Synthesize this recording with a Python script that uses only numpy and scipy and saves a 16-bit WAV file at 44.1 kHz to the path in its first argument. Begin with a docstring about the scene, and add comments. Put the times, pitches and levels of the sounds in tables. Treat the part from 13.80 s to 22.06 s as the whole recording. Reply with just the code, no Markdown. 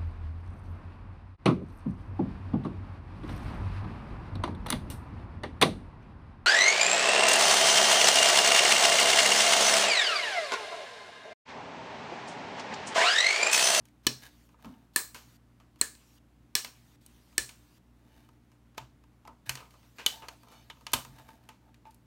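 """Snipping and pulling wires

Side cutters snip five wires in an open metal chassis on a workbench, close to a small microphone.
Fingers then pull the stiff twisted wires free: they snap, tick, scrape, twang and sing on the metal.
Blows are noise bursts and kicks through ringing modes, rubs are grains, twangs are beating sines.
Shudders of the bench, a small room's noise tails, mains hum, room air and a stepping hiss lie below.
"""
import sys
import numpy as np
from scipy import signal
from scipy.io import wavfile
from scipy.ndimage import uniform_filter1d

SR = 44100
rng = np.random.default_rng(int(sys.argv[2]) if len(sys.argv) > 2 else 0)


def transcribe(u):
    """Save the signal u as a 16-bit wav file named by the first command-line argument.

    u: samples, shape (n,) or (channels, n), limited to [-1, 1]; the rate is SR.
    q: integer samples, one column per channel.
    """
    v = np.clip(np.atleast_2d(u).T, -1, 1)
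    q = np.round(v * 32767).astype(np.int16)
    wavfile.write(sys.argv[1], SR, q)


N = 364261  # length in samples

# Five snips: t/s, jaws/dB, bite/dB, clatter/dB, crack/dB, thump/dB, panel/dB, fall/ms, room/dB
# (bite, clatter and crack are relative to the jaws; room is relative to the whole blow)
CUTTER_SNIPS = [(0.2674, -13.5, -6, -2.5, -9.5, -23, -31, 3.7, -13),
                (1.1606, -18, 6.5, -8, 4, -31, -27.5, 1.9, -7.5),
                (2.0128, -19, 7.5, -11.5, -4, -31.5, -34.5, 1.87, -11),
                (2.7526, -17, 0.5, -0.5, -2, -39.5, -35, 1.9, -7),
                (3.58, -17.5, 5.5, -2.5, -3, -31, -41, 1.4, -9.5)]
HANDLES_DB, HANDLES_PER_BITE = -6, 0.99  # a harder bite rings the handles more
PIVOT_DB, TIPS_DB = -1.5, 2  # both follow the clatter
SNIP_RISE_MS = 0.3


def snips():
    """Spreads the shock of each cut over the cutters' parts, the panel and the crack in the air."""
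    events = []
    for s, jaws, bite, clatter, crack, thump, panel, fall_ms, room_db in CUTTER_SNIPS:
        handles = jaws + HANDLES_DB + HANDLES_PER_BITE * bite
        pivot = jaws + clatter + PIVOT_DB
        tips = jaws + clatter + TIPS_DB
        edges = jaws + bite
        air_crack = jaws + crack
        events.append((s, jaws, thump, panel, handles, pivot, tips, edges, air_crack,
                       SNIP_RISE_MS, fall_ms, room_db))
    return events


# A strained wire tears free:
# t/s, level/dB, tilt/(dB per octave), clink/dB, panel/dB, extra crack/dB, fall/ms
WIRE_SNAPS = [(4.9797, -40, -3.5, -38, -36, -3.5, 4.04), (5.694, -28.5, -2.5, -41.5, -37.5, 4.5, 3.83),
              (6.2629, -23.5, 5.5, -14, -36.5, -5, 2.6), (6.4847, -42, -1.5, -51, -41.5, -3, 4.25),
              (6.9008, -52, -5, -43, -47, 2, 7), (7.0672, -37.5, -3, -36.5, -39.5, -4, 3.14),
              (7.1347, -25, 0, -21, -24.5, 5, 5.85)]
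SNAP_RISE_SHARE = 0.46  # rise as a share of the fall time
SNAP_THUMP_DB, SNAP_TICK_DB, SNAP_ROOM_DB = -19, 2, -9.5  # thump is relative to the panel


def snaps():
    """A torn wire lets its strain go as one shock through all chassis parts; the rise follows the fall."""
    events = []
    for s, db, tilt, clink, panel, crack, fall_ms in WIRE_SNAPS:
        part_db = spread(db, tilt, clink, panel + SNAP_THUMP_DB, panel, SNAP_TICK_DB, crack)
        events.append((s, *part_db, SNAP_RISE_SHARE * fall_ms, fall_ms, SNAP_ROOM_DB))
    return events


# Wires and tool knock the chassis: t/s, level/dB, tilt/(dB per octave), panel/dB, room/dB
CHASSIS_KNOCKS = [(0.054, -59, 1, -85, -8), (0.085, -64.5, -1.5, -78, -23), (0.436, -52, -1.5, -57, -3),
                  (0.7433, -78, -9, -54.5, -22), (0.7902, -75, -3, -61.5, 5), (0.8458, -54.5, -5, -44, 0),
                  (0.9397, -74, -11, -66, -16), (1.3456, -44.5, -0.5, -49, 4),
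                  (1.8004, -63.5, -3, -56.5, 0), (2.151, -57, 0, -69, -13),
                  (2.8466, -36.5, -1.5, -43.5, -6), (3.2626, -59, 7, -79, -14),
                  (3.692, -46.5, -0.5, -56, -3.5), (4.489, -65, -1.2, -54.5, -18.5),
                  (5.2385, -67, -4, -59, -17), (5.4514, -63, -4, -52.5, -2), (5.475, -55.5, -3, -56, -27),
                  (5.4779, -57.5, -3, -41.5, -3.5), (5.7541, -39.5, -1.3, -46, -9.5),
                  (5.773, -46.5, -6.5, -47.5, -2), (5.8042, -57, -0.5, -45.5, -1), (5.856, -67, -7, -56, 0),
                  (5.8261, -67, -5, -49, -12), (5.9071, -61.5, 0.4, -66, -1), (5.94, -65.5, -3.5, -54, 0.5),
                  (6.03, -67, -4, -63, 2.5), (6.1846, -48, -7.5, -48.5, 6.5), (6.4218, -55, -8, -46, 4),
                  (6.6329, -61.5, -0.5, -53, -4), (6.673, -71, -2, -53, -9), (6.6847, -62, 1, -54, -4),
                  (6.7162, -63.5, 1.2, -57.5, 9.5), (6.9702, -71, -8, -59, -3), (7.0096, -64, 1, -55, -2),
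                  (7.118, -55, 4.5, -60, -12), (7.2491, -47.5, -1.5, -44, -6.5), (7.384, -61, -7, -53, -2),
                  (7.4888, -56.5, -3, -48, -15), (7.6896, -47, -4, -48, -7),
                  (7.9431, -59.5, -3.5, -78, -10), (8.0533, -65.5, -10, -56, 0),
                  (8.1083, -63, 2, -75, -4.5), (8.145, -71, 9, -77, -11)]
KNOCK_RISE_MS, KNOCK_FALL_MS, TICK_DB = 0.8, 3.1, 1
KNOCK_CLINK_DB, KNOCK_THUMP_DB = -5.5, -7.5  # clink relative to the level, thump to the panel
FAINT_DB, FAINT_SPREAD_DB, FAINT_ROOM_DB = -67.5, 0.5, -2.5  # scattered faint knocks


def knocks(faint_count):
    """Short contacts shake the chassis parts: the placed knocks plus a random scatter of faint ones."""
    faint = []
    for _ in range(faint_count):
        s = 0.05 + rng.random() * (N / SR - 0.2)
        a, b, c = rng.standard_normal(3)
        level = FAINT_DB + FAINT_SPREAD_DB * a
        panel = FAINT_DB + 4 + FAINT_SPREAD_DB * c
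        faint.append((s, level, -2.5 + 1.5 * b, panel, FAINT_ROOM_DB))
    events = []
    for s, db, tilt, panel, room_db in CHASSIS_KNOCKS + faint:
        part_db = spread(db, tilt, db + KNOCK_CLINK_DB, panel + KNOCK_THUMP_DB, panel, TICK_DB, 0)
        events.append((s, *part_db, KNOCK_RISE_MS, KNOCK_FALL_MS, room_db))
    return events


# Chassis modes, grouped as rattle, thump, panel, clink, tick, air crack: f/Hz, width/Hz, level/dB
CHASSIS_PARTS = [
    [(1529, 100, -2.5), (2523, 780, 6)],
    [(245, 4.8, -1), (296.3, 320, -2), (477.2, 11, -6.5)],
    [(630, 260, -6.5), (910, 21, -4), (1000, 49, -3.5), (1250, 68, -3)],
    [(3000, 77, -0.5), (3450, 650, -1)],
    [(4330, 710, -3.5), (5760, 1200, -4), (6800, 860, -5.5)],
    [(8600, 1700, 0), (12400, 1900, 0.5), (14600, 3900, -8.5)],
]
TILT_HZ = 3993  # pivot of the tilted line


def spread(db, tilt, clink_db, thump_db, panel_db, tick_db, crack_db):
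    """Levels of the chassis parts: rattle, tick and crack start from one line tilted over pitch."""
    def on_line(part):
        centre_hz = np.mean([mode[0] for mode in CHASSIS_PARTS[part]])
        return db + tilt * np.log2(centre_hz / TILT_HZ)
    return on_line(0), thump_db, panel_db, clink_db, on_line(4) + tick_db, on_line(5) + crack_db


def blows(events, parts):
    """Each blow is a short rough push that rings every part, and the room answers in the same colour."""
    t_ms = np.arange(4000) / SR * 1000
    push = np.zeros((len(parts), 1, N + 4000))
    echo = np.zeros(N + SR)
    hz = np.fft.rfftfreq(512, 1 / SR)
    colours = np.array([colour(modes, hz) for modes in parts])
    quick = np.array([[(modes[0][0] / 4000) ** 0.15] for modes in parts])  # pushes on high parts die sooner
    for s, *part_db, rise_ms, fall_ms, room_db in events:
        rise_ms, fall_ms = max(rise_ms, 0.1), max(fall_ms, 0.3)
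        rise = np.minimum(t_ms / rise_ms, 1) ** 2
        shape = rise * np.exp(-np.maximum(t_ms - rise_ms, 0) * quick / fall_ms)
        size = np.linalg.norm(shape, axis=1)
        peak = round(rise_ms / 1000 * SR)
        at = round(s * SR)
        burst = rng.standard_normal(shape.shape) * shape
        # the heavy thump and panel feel one kick instead of noise
        burst[1:3] = size[1:3, None] * (np.arange(len(t_ms)) == peak)
        push[:, 0, at - peak:at - peak + len(t_ms)] += burst * amp(part_db)[:, None]
        power = (size * amp(part_db)) ** 2 @ colours
        echo[at:at + SR // 2] += amp(room_db) * room(power)
    return sum(ring(p, modes)[0] for p, modes in zip(push, parts)) + echo[:N]


# Fingers and wire insulation rub: start t/s, peak t/s, end t/s, dull part/dB, bright part/dB
# (a stroke whose end lies before its start stays silent)
RUB_STROKES = [(0.38, 0.458, 0.5, -59, -50.5), (0.78, 0.834, 1.06, -62.5, -64.5),
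               (4.14, 4.371, 4.57, -72.5, -68.5), (4.97, 4.978, 4.994, -49.5, -49.5),
               (5.47, 5.485, 5.18, -53, -66), (5.655, 5.664, 5.72, -60, -51),
               (6.318, 6.324, 6.47, -53, -54.5), (6.497, 6.526, 6.56, -55, -62),
               (6.596, 6.72, 6.9, -63.5, -66), (7.114, 7.137, 7.14, -55, -51),
               (7.256, 7.398, 7.47, -61, -60.5), (7.45, 7.483, 7.7, -63, -65),
               (7.795, 7.905, 7.9, -62, -75), (8.044, 8.07, 8.12, -63.5, -70)]
# Modes of the dull panel part, then of the bright scrape: f/Hz, width/Hz, level/dB
RUB_DULL_MODES = [(706, 160, 0.5), (895, 25, -0.5), (1174, 270, -6.5)]
RUB_BRIGHT_MODES = [(1656, 190, 1), (2396, 690, -1.5), (3030, 125, -5), (3635, 300, -3), (6140, 3800, -2.5),
                    (8440, 520, -6), (12200, 4600, -1.5)]
RUB_ENDS_DB = -15.5  # level at both ends of a stroke, relative to its peak


def rubbing():
    """Stick and slip: uneven grains excite the panel and a brighter scrape; strokes swell and fade."""
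    grain_db = 2.7 * rng.exponential(1, N)
    struck = rng.random(N) < 3000 / SR  # about 3000 grains a second
    grains = rng.standard_normal((2, N)) * amp(grain_db) * struck
    t, level = np.arange(N) / SR, 0
    for start, peak, end, *part_db in RUB_STROKES:
        fade = np.clip(np.minimum(t - start, end - t) / 0.004, 0, 1)
        swell = fade * amp(np.interp(t, [start, peak, end], [RUB_ENDS_DB, 0, RUB_ENDS_DB]))
        level = level + amp(part_db)[:, None] * swell
    drive = level * evened(grains)
    return ring(drive[:1], RUB_DULL_MODES)[0] + ring(drive[1:], RUB_BRIGHT_MODES)[0]


# A plucked wire hums until a finger stops it: t/s, length/s, f/Hz, level/dB (rms of the main tone at onset)
WIRE_TWANGS = [(5.451, .018, 866, -52.5), (5.480, 0.027, 902, -51.5), (6.361, 0.062, 900, -56),
               (6.422, 0.029, 883, -55), (7.392, .025, 890, -58), (7.487, 0.033, 883, -59),
               (7.69, 0.028, 879.8, -57.5), (8.054, 0.055, 881, -53.5)]
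TWANG_FADE_DB_PER_S, TWANG_STOP_S = -63, 0.005
TWANG_BEAT_HZ, TWANG_BEAT = 45, 0.26  # offset and relative strength of the second tone


def twangs():
    """Two close tones beat from a near-instant onset, lose level and are damped at the end."""
    t, out = np.arange(N) / SR, 0
    for s, length, hz, db in WIRE_TWANGS:
        since = t - s
        gate = np.clip(np.minimum(since / 0.001, (length - since) / TWANG_STOP_S), 0, 1)
        fade = amp(db + TWANG_FADE_DB_PER_S * np.clip(since, 0, length))
        main = np.sin(2 * np.pi * hz * since)
        second = np.sin(2 * np.pi * ((hz + TWANG_BEAT_HZ) * since + rng.random()))
        out = out + np.sqrt(2) * gate * fade * (main + TWANG_BEAT * second)
    return out


# A wire slides over a metal edge and sings thinly: start t/s, end t/s, level/dB (at the top of the swell)
WIRE_SLIDES = [(6.655, 6.86, -65.5), (4.25, 4.5, -78)]
# Narrow rings of the slide: f/Hz, width/Hz, level/dB
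SLIDE_MODES = [(2330, 70, -1.5), (2970, 55, -1), (3650, 130, -3), (4450, 38, -5), (5280, 42, -7),
               (6230, 150, -4)]


def slides():
    """Fine friction noise excites narrow rings, swelling and fading."""
    t, level = np.arange(N) / SR, 0
    for on, off, db in WIRE_SLIDES:
        along = np.clip((t - on) / (off - on), 0, 1)
        level = level + amp(db) * np.sin(np.pi * along) ** 0.66
    return ring(level * rng.standard_normal((1, N)), SLIDE_MODES)[0]


# Shudders under the handling: t/s, bench/dB, chassis floor/dB, t60/s
BENCH_SHUDDERS = [(0.272, -41.5, -42.5, 0.25), (0.845, -59, -43, 0.46), (3.582, -42, -54, 0.17),
                  (4.985, -52, -64, 0.45), (5.669, -44.5, -56.5, 0.32), (7.136, -37.5, -41.5, 0.19),
                  (7.265, -51, -59, 0.7)]
# Low modes of the bench, then of the chassis floor: f/Hz, width/Hz, level/dB
BENCH_MODES = [(57.9, 30, 0.5), (128, 8.8, 3.5), (151, 15, -12.5)]
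FLOOR_MODES = [(236, 42, 2.5), (284, 32, -7.5)]
SHUDDER_RISE_S, SHUDDER_KICK_DB = 0.009, 19  # kick is relative to the shake


def bench():
    """One kick, then a dying random shake in the low modes of the bench and of the chassis floor."""
    t, level, kicks = np.arange(N) / SR, 0, np.zeros((2, N))
    for s, *part_db, t60 in BENCH_SHUDDERS:
        since = np.maximum(t - s, 0)
        swell = np.minimum(since / SHUDDER_RISE_S, 1) * amp(-60 * since / t60)
        level = level + amp(part_db)[:, None] * swell
        kicks[:, round(s * SR)] = amp(part_db) * amp(SHUDDER_KICK_DB)
    shake = level * rng.standard_normal((2, N)) + kicks
    return ring(shake[:1], BENCH_MODES)[0] + ring(shake[1:], FLOOR_MODES)[0]


# Decay and colour of the small room: f/Hz, t60/s, level/dB
ROOM_BANDS = [(144.3, 0.23, -8.5), (393.3, 0.24, 4), (980, 0.26, 2), (3000, .22, -0.5), (4200, 0.31, -2.5),
              (8000, 0.3, -2), (11000, 0.27, -4), (15000, 0.34, -3.5)]


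def room(power):
    """One fresh diffuse tail coloured by the given band powers; each band dies at its own speed."""
    hz, t, z = signal.stft(rng.standard_normal(SR // 2), SR, nperseg=512)
    t60 = read(ROOM_BANDS, hz)[:, None]
    band_db = read(ROOM_BANDS, hz, axis=2)[:, None]
    z = z * np.sqrt(power)[:, None] * amp(band_db - 60 * t / t60)
    tail = signal.istft(z, SR, nperseg=512)[1][:SR // 2]
    # the first echoes need a few ms
    tail = tail * np.clip((np.arange(len(tail)) / SR - 0.003) / 0.0033, 0, 1)
    return tail * np.sqrt(power.mean()) / np.linalg.norm(tail)


# Mains lines: f/Hz, level/dB (rms before the waver)
HUM_LINES = [(59.2, -66.5), (118.4, -67.5), (236.9, -73.5), (296.1, -75.5)]


def hum():
    """Mains lines as steady sines, each wavering a little in level."""
    t, out = np.arange(N) / SR, 0
    slow = uniform_filter1d(rng.standard_normal((len(HUM_LINES), N // 441 + 2)), size=8, axis=1)
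    for (hz, db), drift in zip(HUM_LINES, slow):
        waver_db = 1.9 * np.interp(t, np.arange(len(drift)) / 100, evened(drift))
        out = out + np.sqrt(2) * amp(db + waver_db) * np.sin(2 * np.pi * (hz * t + rng.random()))
    return out


# Steps of the hiss: from t/s, to t/s, level/dB (rms)
HISS_SPANS = [(0.233, 0.672, -70), (0.67, 0.74, -76.5), (1.135, 1.57, -66.5), (1.988, 2.387, -68),
              (2.753, 3.161, -69), (3.21, 3.985, -69.5), (5.677, 6.1, -71), (6.099, 6.188, -72),
              (6.161, 6.66, -70), (6.77, 7.559, -72.5)]
# Relative spectrum of the hiss: f/Hz, level/dB (per Hz)
HISS_SPECTRUM = [(300, -31.5), (900, 3.5), (4000, 3), (9500, -1.5), (10400, -7.5), (11500, -1),
                 (15750, -3.5), (16100, -30.5)]


def hiss():
    """A patchy noise that steps on and off with short ramps; overlapping steps add up."""
    t = np.arange(N) / SR
    level = sum(amp(db) * (t > on) * (t < off) for on, off, db in HISS_SPANS)
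    return uniform_filter1d(level, size=200) * noise(HISS_SPECTRUM, patchy_db=3.0)


# Relative spectrum of the room air: f/Hz, level/dB (per Hz)
AIR_SPECTRUM = [(18, -61.5), (33, -25.5), (55, -1.5), (85, -17), (130, -10), (300, -12.5), (420, -22),
                (900, -25), (2200, -32.5), (5000, -40), (15750, -46), (16100, -71)]


def air():
    """A steady, low-heavy noise bed at -65.5 dB rms."""
    return amp(-65.5) * noise(AIR_SPECTRUM, patchy_db=0.6)


def noise(spectrum, patchy_db):
    """Noise of rms 1 with a given spectrum and drifting patches in time and pitch."""
    hz = np.fft.rfftfreq(2048, 1 / SR)
    real, imag, patches = rng.standard_normal((N // 512 + 5, 1025, 3)).T
    patches = uniform_filter1d(patches, size=30, axis=0)
    patches = evened(uniform_filter1d(patches, size=4, axis=1))
    z = (real + 1j * imag) * amp(read(spectrum, hz)[:, None] + patchy_db * patches)
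    return evened(signal.istft(z, nperseg=2048, noverlap=1536)[1][:N])


def ring(x, modes):
    """Passes x through decaying sine modes, wider ones dying sooner; white noise keeps its level."""
    t, body = np.arange(4096) / SR, 0
    for k, (hz, width, db) in enumerate(modes):
        decay = np.exp(-np.pi * width * t)
        sign = (-1) ** k  # neighbours alternate in polarity
        body = body + sign * amp(db) * np.sqrt(width) * decay * np.sin(2 * np.pi * hz * t)
    return signal.oaconvolve(x, body[None] / np.linalg.norm(body), axes=1)[:, :N]


def colour(modes, hz):
    """Power spectrum of a set of modes as a sum of resonance peaks, mean 1."""
    power = sum(amp(db) ** 2 * width / ((width / 2) ** 2 + (hz - f) ** 2) for f, width, db in modes)
    return power / power.mean()


def read(points, hz, axis=1):
    """Reads one column of a table on a log-frequency axis."""
    table = np.transpose(points)
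    return np.interp(np.log(hz + 1), np.log(table[0] + 1), table[axis])


def amp(db):
    """Gain of a level in dB."""
    return 10 ** (np.asarray(db) / 20)


def evened(x):
    """Scales to rms 1."""
    return x / np.sqrt(np.mean(x ** 2) + 1e-20)


# Modes the cutters and the cut wire ring with: f/Hz, width/Hz, level/dB
# (grouped as jaws, thump, panel, handles, pivot, tips, edges, air crack)
CUTTER_PARTS = [
    [(4185, 250, 1), (4770, 680, -4.5)],
    [(258, 120, -1), (392, 65.6, -2), (533, 180, -13)],
    [(995, 33, 0), (1217.5, 76, 2.5)],
    [(1740, 60, 1.5), (2360, 400, -4)],
    [(2494, 350, -3), (2983, 50, -2.5), (3480, 220, -4.5)],
    [(5550, 290, 3.5), (6300, 710, -0.5)],
    [(7160, 810, -6.5), (8330, 540, -3.5), (9540, 700, -9.5)],
    [(11020, 140, -1.5), (12500, 1600, 5), (14400, 1500, -0.5), (15685, 640, 1)],
]


def scene():
    """Blows and rubbing with their room, over bench shudders, hum, air and hiss."""
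    hits = blows(snips(), CUTTER_PARTS)
    hits = hits + blows(snaps() + knocks(faint_count=10), CHASSIS_PARTS)
    rub = rubbing() + twangs() + slides()
    rub_echo = amp(-14) * signal.fftconvolve(rub, room(np.ones(512 // 2 + 1)))[:N]
    still = hum() + air() + hiss()
    return (hits + rub + rub_echo + bench() + still)[None]


def record(dry):
    """The small microphone loses the deepest bass and rounds off the loudest peaks; then the band limit."""
    thin = signal.sosfilt(signal.butter(3, 42, "high", fs=SR, output="sos"), dry)
    top = amp(-4)  # ceiling of the soft clipping
    soft = top * np.tanh(thin / top)
    band_limit = signal.firwin(191, 16520, window=("kaiser", 9), fs=SR)  # low-pass, edge in Hz
    return signal.oaconvolve(soft, band_limit[None], "same")


dry = scene()
out = record(dry)
transcribe(out)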